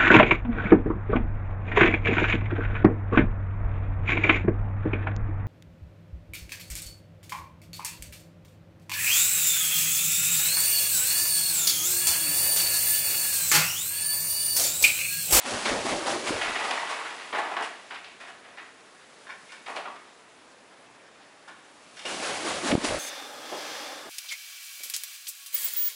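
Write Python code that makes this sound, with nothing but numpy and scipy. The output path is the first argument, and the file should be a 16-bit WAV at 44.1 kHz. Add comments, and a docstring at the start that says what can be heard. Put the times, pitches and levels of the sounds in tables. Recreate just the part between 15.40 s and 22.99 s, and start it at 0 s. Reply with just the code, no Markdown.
"""Parrot flying in an aviary

A large parrot beats its wings close by, lands, scrabbles along wooden perches and flies back.
Wing beats are swells of rushing, hissing noise, with feather snaps and low gusts at the microphone.
Claws and beak are short bursts of clicks that make wood resonate. Room echoes and a steady hush
surround them, and a gain control turns loud peaks down."""
import sys
import numpy as np
from scipy import signal
from scipy.io import wavfile

SR = 44100
rng = np.random.default_rng(int(sys.argv[2]) if len(sys.argv) > 2 else 0)


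def file_out(sig):
    """Save sig as 16-bit WAV at sys.argv[1]."""
    # one column per channel
    cols = np.atleast_2d(sig).T
    # limit, then scale
    lim = np.clip(cols, -1, 1)
    pcm = np.round(lim * 32767).astype(np.int16)
    wavfile.write(sys.argv[1], SR, pcm)


N = 334719   # length in samples

# Levels in the tables are those before the room echoes and the gain control.
# colour of the room's hush: f/Hz, relative level/dB per Hz
HUSH_COLOUR = [(22, -42), (65, -23), (280, -7), (700, -7), (1540, -9), (4000, -19), (12000, -27.5)]
# claws and beak strike and skid on wood; the last row is a wing slap, given the same modes:
# t/s, peak level/dB, centre f/Hz, bite/s, skid/s, scratch level above the body of the sound/dB
PERCH_KNOCKS = [(.005, -37, 1420, 0.0013, 0.36, -1), (1.013, -21, 1990, 0.0094, 0.02, -17),
                (1.155, -19.5, 1670, 0.0076, 0.0096, -32), (1.2, -25.5, 990, 0.013, 0.021, -26),
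                (1.244, -24.5, 905, 0.0075, 0.077, -11), (1.309, -19.5, 1890, 0.0057, 0.011, -12),
                (1.334, -28, 895, .005, 0.011, -20), (1.372, -25, 1360, 0.0077, 0.031, -26),
                (1.42, -28, 1040, 0.015, 0.025, -26), (1.492, -26.5, 1200, 0.013, 0.07, -9),
                (1.605, -29, 1240, 0.0054, 0.017, -21), (1.65, -27, 1420, 0.006, 0.018, -33),
                (1.927, -23.5, 1144, .004, 0.12, -33), (1.945, -25.5, 1470, .01, 0.047, -20),
                (1.982, -21.5, 970, 0.0083, 0.026, -16.5), (2.049, -32, 815, 0.0049, 0.033, -17),
                (2.108, -25.5, 970, 0.013, 0.028, -22), (2.166, -20.5, 1300, 0.0054, 0.033, -27),
                (2.208, -23.5, 1020, 0.006, 0.009, -19), (2.224, -26.5, 1540, 0.0051, 0.038, -8),
                (2.506, -30.5, 1440, 0.0064, 0.034, -21), (2.54, -34.5, 2200, 0.011, 0.034, -15.5),
                (2.643, -38.5, 2760, 0.005, 0.043, -33), (2.799, -37, 1650, 0.013, 0.061, -12),
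                (2.874, -38.5, 1460, 0.015, 0.03, -11), (3.03, -46.5, 1790, 0.027, 0.1, -19),
                (3.174, -35, 1660, 0.0032, 0.046, -27), (4.262, -32, 1980, 0.0057, 0.016, -20),
                (4.276, -30, 1040, 0.01, 0.091, -15.5), (4.36, -30, 2300, 0.0058, 0.028, -9.5),
                (4.365, -27, 740, 0.0035, 0.023, -27), (4.449, -30, 1270, 0.014, 0.011, -37),
                (4.473, -30, 1000, 0.0055, 0.024, -37), (4.559, -41, 1770, 0.0066, 0.019, -30),
                (7.313, -17, 2500, 0.0085, 0.0053, -23)]
# claws and beak tap the thin far perch, same columns
THIN_PERCH_TAPS = [(3.869, -38, 1620, 0.004, 0.024, -30), (3.889, -32, 1640, 0.014, 0.027, -27),
                   (4.09, -43.5, 2200, 0.012, 0.049, -26), (4.12, -37, 2290, 0.0053, 0.027, -8),
                   (6.078, -37, 1290, 0.0094, 0.032, -13), (6.569, -40, 2980, 0.0049, 0.061, -7),
                   (6.593, -37, 2980, 0.0035, 0.026, -9), (6.653, -27, 2900, 0.0041, 0.039, -20)]
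# modes (natural tones) of the perches: f/Hz, width/Hz, level/dB
PERCH_MODES = [(264, 125, 2), (425, 125, 3.5), (630, 216, 5), (817, 364, 4), (1053, 305, 5.5),
               (1235, 330, 3), (1497, 300, 0), (1704, 235, 1.5), (1953, 250, 3), (2210, 240, 1),
               (2540, 335, 2.5), (2914, 250, 2), (3270, 330, 1), (3720, 320, 0), (4050, 500, -3),
               (4840, 1100, -4)]
# modes of the thin far perch: f/Hz, width/Hz, level/dB
THIN_PERCH_MODES = [(784, 200, 1.5), (1074, 120, 3), (1430, 200, 0.5), (1740, 144, 0.5), (2236, 390, -2),
                    (2836, 130, 1), (3130, 160, -3.5), (3610, 300, -1.5), (4350, 170, -2.5),
                    (5050, 260, -3), (5600, 270, -1)]
# spans of stirred air, which settles afterwards: start t/s, end t/s
STIRRED_SPANS = [(0.051, 0.82), (6.654, 9)]
# wing beats, timed where the wing catches the air: t/s, catch level/dB, sweep level/dB, sweep fall/s,
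# feather hiss level above the rush/dB, puff level/dB, downwash level/dB, rumble level/dB
WING_BEATS = [(0.067, -35, -35, 0.84, -0.5, -44, -38, -51), (0.265, -24, -27, 0.064, -9, -31.5, -30, -43),
              (0.466, -31.5, -30.5, 0.074, -4, -32, -31, -48),
              (0.675, -29.5, -32, 0.086, -3.5, -48.5, -34, -61),
              (0.853, -37.5, -29.5, 0.054, -3.5, -43, -35, -45),
              (1.029, -42, -42, 0.03, -8, -56, -41.5, -52), (6.668, -45, -41, 0.56, 3, -57, -41.5, -72),
              (6.834, -34.5, -35, 0.38, -3.5, -46, -37, -77), (7.055, -34.5, -34, 0.17, -2, -33, -37, -56),
              (7.251, -35, -32.5, 0.17, 1, -31, -25.5, -42),
              (7.451, -28.5, -39, 0.25, 0.5, -27.5, -32.5, -41.5)]
# colours of the rushing air, the gusts and their rumble: f/Hz, relative level/dB per Hz
RUSH_COLOUR = [(220, -5), (600, 4), (900, 3), (1800, 1.5), (6000, -14), (8000, -30)]
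GUST_COLOUR = [(100, -10), (260, 4.5), (450, 2.5), (800, 0), (1200, -7)]
RUMBLE_COLOUR = [(20, 0), (40, -16), (160, 3)]
# feathers snapping taut: t/s, peak level/dB, centre f/Hz
FEATHER_SNAPS = [(0.19, -40, 1330), (0.296, -15.5, 600), (0.895, -17, 1030), (7.509, -21, 576)]
# eddies that thump the microphone: t/s, peak level/dB, swing f/Hz, number of swings
EDDY_THUMPS = [(0.906, -20, 332, 1.9), (7.311, -23, 564, 7.7), (7.326, -10, 251, 1.8),
               (7.337, -9.5, 301, 1.6), (7.377, -12.5, 245, 1.1)]
# faint feathery rustle while the bird sits: t/s, level/dB
SITTING_RUSTLE = [(1.901, -54), (2.7, -68), (4.1, -56.5), (4.7, -65), (5.8, -76), (6.4, -62), (6.65, -49.5)]

HUSH_DB = -53
LEAD_S = .004   # a contact begins just before it is heard
CREST_DB = 4.5   # peak of a skid above its rms
FIRST_HIT = 0.012   # strength of the opening blow, divided by the bite time in s
# light clean taps ring on one mode, hard or scratchy ones spread
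RING, HARD_DB, SCRATCHY_DB, RING_SPAN_DB = .8, -12, -9, 14
THIN_RING, LUCK_DB = 3, 4   # the thin perch rings more; chance spread of the modes from blow to blow
ROOM_T60_S, TREBLE_T60_S = 0.48, 0.36   # time to fade by 60 dB
WALL_CUT_HZ, ROOM_DB = 3400, -9.5
CATCH_RISE_S, CATCH_FALL_S = 0.013, 0.051   # the wing bites
SWEEP_LAG_S, SWEEP_RISE_S = 0.028, 0.017   # then sweeps down
# a low whoomp comes with the catch
PUFF_RISE_S, PUFF_FALL_S, PUFF_HZ, PUFF_WIDTH_HZ = 0.021, 0.021, 282, 103
DOWNWASH_LAG_S, DOWNWASH_RISE_S, DOWNWASH_FALL_S = 0.075, 0.045, 0.063
STIRRED_DB, STIR_RISE_S, SETTLE_S = -42, .005, 0.4
WAKE_DB, WAKE_RUMBLE_DB = -3, -27   # buffeting between the beats, relative to the stirred air
HOLLOW_HZ, HOLLOW_WIDTH_HZ, HOLLOW_DB = 600, 120, -2   # the gusts have a hollow colour
PORT_HZ = 110   # the microphone lets little of a thump's slow push through
# the perch frame rattles while the bird lands, then fades; feathers rustle as the wings fold
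RATTLE_S, RATTLE_DB, FOLD_DB, RATTLE_HOLD_S = 0.94, -34.5, -43, 0.31
RATTLE_HZ, RATTLE_RISE_S, RATTLE_FADE_S = 1490, 0.024, 0.52
# the level is that before the flip's fade
WHIP_S, WHIP_DB, WHIP_FLIP_S, WHIP_FALL_S = 7.3535, 3, .0004, 0.0008
LIMIT_DB, RELEASE_DB_PER_S, ATTACK_S = -16.5, 107, 0.0045
DUCK_SHARE = .75   # share of the excess that is taken away
CUTOFF_HZ = 10950


def from_db(db):
    """Turn decibels into a gain."""
    return 10 ** (np.asarray(db) / 20)


def rms_one(x):
    """Scale to rms 1, an average strength of one."""
    return x / np.sqrt(np.mean(x ** 2) + 1e-20)


def bandpass(x, order, low_hz, high_hz):
    """Keep the tones between two frequencies."""
    return signal.sosfilt(signal.butter(order, [low_hz, high_hz], "band", fs=SR, output="sos"), x)


def drift(rate):
    """Slow chance: noise through two one-pole low-passes at rate (Hz), spread 1."""
    r = np.exp(-80 * np.pi * rate / SR)   # one step is 40 samples
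    noise = rng.standard_normal(N // 40 + 2002)
    slow = signal.lfilter([1], [1, -2 * r, r * r], noise)[2000:]
    return np.interp(np.arange(N) / 40, np.arange(len(slow)), rms_one(slow))


def grains(per_s, spread_db):
    """Random clicks of very uneven size."""
    size_db = spread_db * np.minimum(rng.exponential(1, N), 5)
    sizes = from_db(size_db) * rng.choice([-1, 1], N)
    return sizes * (rng.random(N) < per_s / SR)


def resonate(x, hz, width_hz):
    """One resonance, gain 1 on top."""
    r = np.exp(-np.pi * width_hz / SR)
    top = [(1 - r * r) / 2, 0, (r * r - 1) / 2]
    return signal.lfilter(top, [1, -2 * r * np.cos(2 * np.pi * hz / SR), r * r], x + 1e-18)


def coloured(spectrum, source, patchy_db, rate):
    """Half-octave bands of a source, each with its level and its own flicker; rms 1."""
    points, out = np.array(spectrum), 0
    octaves = np.log2(points[-1, 0] / points[0, 0])
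    edges = points[0, 0] * 2 ** np.arange(0, octaves, .5)
    for k, (low, high) in enumerate(zip(edges, edges[1:])):
        middle = np.log(low * high) / 2
        level_db = np.interp(middle, np.log(points[:, 0]), points[:, 1])
        shifted = np.roll(source, 3001 * k)   # so that the bands do not move together
        band = bandpass(shifted, 2, low, min(high, .45 * SR))
        out = out + from_db(level_db + patchy_db * drift(rate)) * band
    return rms_one(out)


def hiss(low_hz, per_s):
    """Bright dense grains of feathers or scratches, fading towards the top; rms 1."""
    return rms_one(bandpass(grains(per_s, 2.9), 1, low_hz, 7000))


def swell(s, rise_s, fall_s, hold_s=0):
    """Swell to the top at s, hold and die away."""
    t = np.arange(N) / SR - s
    return np.exp(-np.where(t < 0, (t / rise_s) ** 2, np.maximum(t - hold_s, 0) / fall_s))


def pulses(table):
    """Each row swings down and up under a bell-shaped fade, wider for more swings."""
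    out = np.zeros(N + 2000)
    for s, peak_db, hz, swings in table:
        turns = np.arange(2000) * hz / SR
        fade = np.exp(-((turns - .6) / swings) ** 2)
        out[round(s * SR):][:2000] -= from_db(peak_db) * np.sin(2 * np.pi * turns) * fade
    return out[:N]


def room_hush():
    """The hush of the room: noise in softly flickering bands."""
    return from_db(HUSH_DB) * coloured(HUSH_COLOUR, rng.standard_normal(N), patchy_db=1.27, rate=14.0)


def wood_slips():
    """Slipping on wood: dense uneven clicks."""
    return rms_one(grains(3000, 2.5))


def wood_scratch():
    """Bright scratching on top of the wood, also used for folding feathers."""
    return hiss(1940, 14000)


def wood(modes, x, centre_hz, semitones, luck_db, ring):
    """Dull modes, strongest near the contact's centre, weakening faster above it; chance favours some."""
    out = 0
    for k, (hz, width_hz, level_db) in enumerate(modes):
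        away = 12 * np.log2(hz / centre_hz)   # semitones
        nearest = ring * np.exp(-(away / 1.14) ** 2)   # the mode right under the contact stands out
        slope = (1 + (away / semitones) ** 2) ** (-1.6 if away > 0 else -1)
        gain = (-1) ** k * from_db(level_db + luck_db[k]) * (slope + nearest)
        out = out + gain * resonate(resonate(x, hz, width_hz), hz, 1.6 * width_hz)
    return out


def contact_sounds():
    """Contacts bite, land a blow (harder if the bite is quick) and skid in dense slips; the modes ring."""
    slips, scratch = wood_slips(), wood_scratch()
    out = np.zeros(N)
    t = np.arange(SR // 4) / SR
    contacts = [(PERCH_MODES, RING, *row) for row in PERCH_KNOCKS]
    contacts += [(THIN_PERCH_MODES, THIN_RING, *row) for row in THIN_PERCH_TAPS]
    chances = rng.random((len(contacts), len(PERCH_MODES) + 1))
    for contact, chance in zip(contacts, chances):
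        modes, ring, s, level_db, hz, bite_s, skid_s, scratch_db = contact
        part = out[round((s - LEAD_S) * SR):][:len(t)]
        start = int(chance[-1] * (N - len(t)))   # a random stretch of slips and scratch
        skid = np.exp(-(np.maximum(t - bite_s, 0) / max(skid_s, .004)) ** 0.87)
        push = np.minimum(t / bite_s, 1) * skid
        blows = slips[start:][:len(t)] * push
        blows[round(bite_s * SR)] += FIRST_HIT / bite_s
        margins_db = np.array([HARD_DB - level_db, SCRATCHY_DB - scratch_db])
        clean = np.prod(np.clip(margins_db / RING_SPAN_DB, 0, 1))
        body = wood(modes, blows, hz, semitones=15.7, luck_db=LUCK_DB * chance, ring=ring * clean)
        body *= np.sqrt(np.sum(push ** 2) / np.sum(body ** 2))
        scrape = from_db(scratch_db) * push * scratch[start:][:len(t)]
        part += (from_db(level_db - CREST_DB) * (body + scrape))[:len(part)]
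    return out


def aviary(x):
    """Dense echoes from walls and mesh: dying noise whose treble dies sooner."""
    t = np.arange(int(.7 * SR)) / SR
    low = signal.sosfilt(signal.butter(1, WALL_CUT_HZ, fs=SR, output="sos"), rng.standard_normal(len(t)))
    bright = 0.47 * rng.standard_normal(len(t))
    echoes = low * from_db(-60 * t / ROOM_T60_S) + bright * from_db(-60 * t / TREBLE_T60_S)
    echoes *= np.minimum(t / 0.02, 1)   # the echoes build up over 20 ms
    return signal.oaconvolve(x, echoes / np.sqrt(np.sum(echoes ** 2)))[:N]


def beats():
    """Each beat is a catch and a sweep in the air, a puff and a later downwash; powers add."""
    power = np.zeros((5, N))   # rush, feather hiss, puff, buffeting, rumble
    for s, catch_db, sweep_db, fall_s, hiss_db, puff_db, wash_db, rumble_db in WING_BEATS:
        catch = from_db(catch_db) * swell(s, CATCH_RISE_S, CATCH_FALL_S)
        sweep = from_db(sweep_db) * swell(s + SWEEP_LAG_S, SWEEP_RISE_S, fall_s)
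        rush = np.hypot(catch, sweep)
        puff = from_db(puff_db) * swell(s, PUFF_RISE_S, PUFF_FALL_S)
        wash = swell(s + DOWNWASH_LAG_S, DOWNWASH_RISE_S, DOWNWASH_FALL_S)
        power += np.square([rush, from_db(hiss_db) * rush, puff,
                            from_db(wash_db) * wash, from_db(rumble_db) * wash])
    return np.sqrt(power)


def wing_air(rush, swish, stirred):
    """Air rushing past the wings as rough noise, with feathers sliding over each other as hiss."""
    rough = coloured(RUSH_COLOUR, grains(12000, 2.9), patchy_db=2.0, rate=12.0)
    air = np.hypot(rush, stirred) * rough
    return air + np.hypot(swish, from_db(-2.5) * stirred) * hiss(960, 20000)


def wing_gusts(puff, buffet, rumble, stirred):
    """Gusts that only the microphone feels: hollow buffeting, a low whoomp and rumble."""
    flutter = from_db(0.99 * drift(51))
    noise = coloured(GUST_COLOUR, rng.standard_normal(N), patchy_db=-3.0, rate=5.9)
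    gust = np.hypot(buffet, from_db(WAKE_DB) * stirred) * flutter * noise
    gust += from_db(HOLLOW_DB) * resonate(gust, HOLLOW_HZ, HOLLOW_WIDTH_HZ)
    narrow = resonate(rng.standard_normal(N), PUFF_HZ, PUFF_WIDTH_HZ)
    whoomp = rms_one(resonate(narrow, PUFF_HZ, 2 * PUFF_WIDTH_HZ))
    deep = coloured(RUMBLE_COLOUR, rng.standard_normal(N), patchy_db=4.5, rate=12)
    return gust + puff * whoomp + np.hypot(rumble, from_db(WAKE_RUMBLE_DB) * stirred) * deep


def wings():
    """Wing beats over stirred air: returns the sound in the air, and the gusts at the microphone."""
    stirred = from_db(STIRRED_DB) * sum(swell(start, STIR_RISE_S, SETTLE_S, end - start)
                                        for start, end in STIRRED_SPANS)
    rush, swish, puff, buffet, rumble = beats()
    return wing_air(rush, swish, stirred), wing_gusts(puff, buffet, rumble, stirred)


def feather_snaps():
    """Feathers snapping taut: very short swings of pressure."""
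    return pulses([(*snap, .79) for snap in FEATHER_SNAPS])


def eddy_thumps():
    """Eddies thump the microphone: short swings with their slowest part filtered out."""
    high_pass = signal.butter(2, PORT_HZ, "high", fs=SR, output="sos")
    return signal.sosfilt(high_pass, pulses(EDDY_THUMPS))


def landing_rattle():
    """Slips shake the wood of the perch frame, while folding feathers rustle along."""
    shaking = from_db(1.5 * drift(17)) * wood_slips()
    no_luck = np.zeros(len(PERCH_MODES))
    rattle = rms_one(wood(PERCH_MODES, shaking, RATTLE_HZ, semitones=20.8, luck_db=no_luck, ring=0.24))
    envelope = swell(RATTLE_S, RATTLE_RISE_S, RATTLE_FADE_S, RATTLE_HOLD_S)
    return envelope * (from_db(RATTLE_DB) * rattle + from_db(FOLD_DB) * wood_scratch())


def sitting_rustle():
    """Feathers of the sitting bird rustle faintly: hiss that follows a level table, silent outside it."""
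    t = np.arange(N) / SR
    level_db = np.interp(t, *np.transpose(SITTING_RUSTLE), left=-np.inf, right=-np.inf)
    return from_db(level_db) * hiss(410, 30000)


def whip():
    """One steep flip from suction to pressure."""
    t = np.arange(N) / SR - WHIP_S
    return from_db(WHIP_DB) * np.tanh(t / WHIP_FLIP_S) * np.exp(-np.abs(t) / WHIP_FALL_S)


def scene():
    """Bird and perches sound into the room; gusts and thumps arise at the microphone."""
    hush = room_hush()
    contacts = contact_sounds()
    air, gust = wings()
    near = air + feather_snaps()
    far = contacts + landing_rattle() + sitting_rustle()
    # the flights pass close, so they sound drier
    echoes = from_db(ROOM_DB) * aviary(far + from_db(-11.0) * near)
    thumps = eddy_thumps() + whip()
    return (near + far + echoes + gust + thumps + hush)[None]


def record(dry):
    """Gain control ducks after loud peaks and recovers at a steady rate; the top is cut steeply."""
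    ramp = RELEASE_DB_PER_S * np.arange(N) / SR
    level_db = 20 * np.log10(np.abs(dry) + 1e-9)
    over_db = DUCK_SHARE * np.maximum(level_db - LIMIT_DB, 0)
    # the highest peak so far holds, sinking along the ramp
    held_db = np.maximum.accumulate(over_db + ramp, axis=1) - ramp
    keep = np.exp(-1 / (ATTACK_S * SR))
    duck_db = signal.lfilter([1 - keep], [1, -keep], held_db)
    top_cut = signal.ellip(12, .5, 70, CUTOFF_HZ, fs=SR, output="sos")
    return signal.sosfilt(top_cut, dry * from_db(-duck_db))


dry = scene()
out = record(dry)
file_out(out)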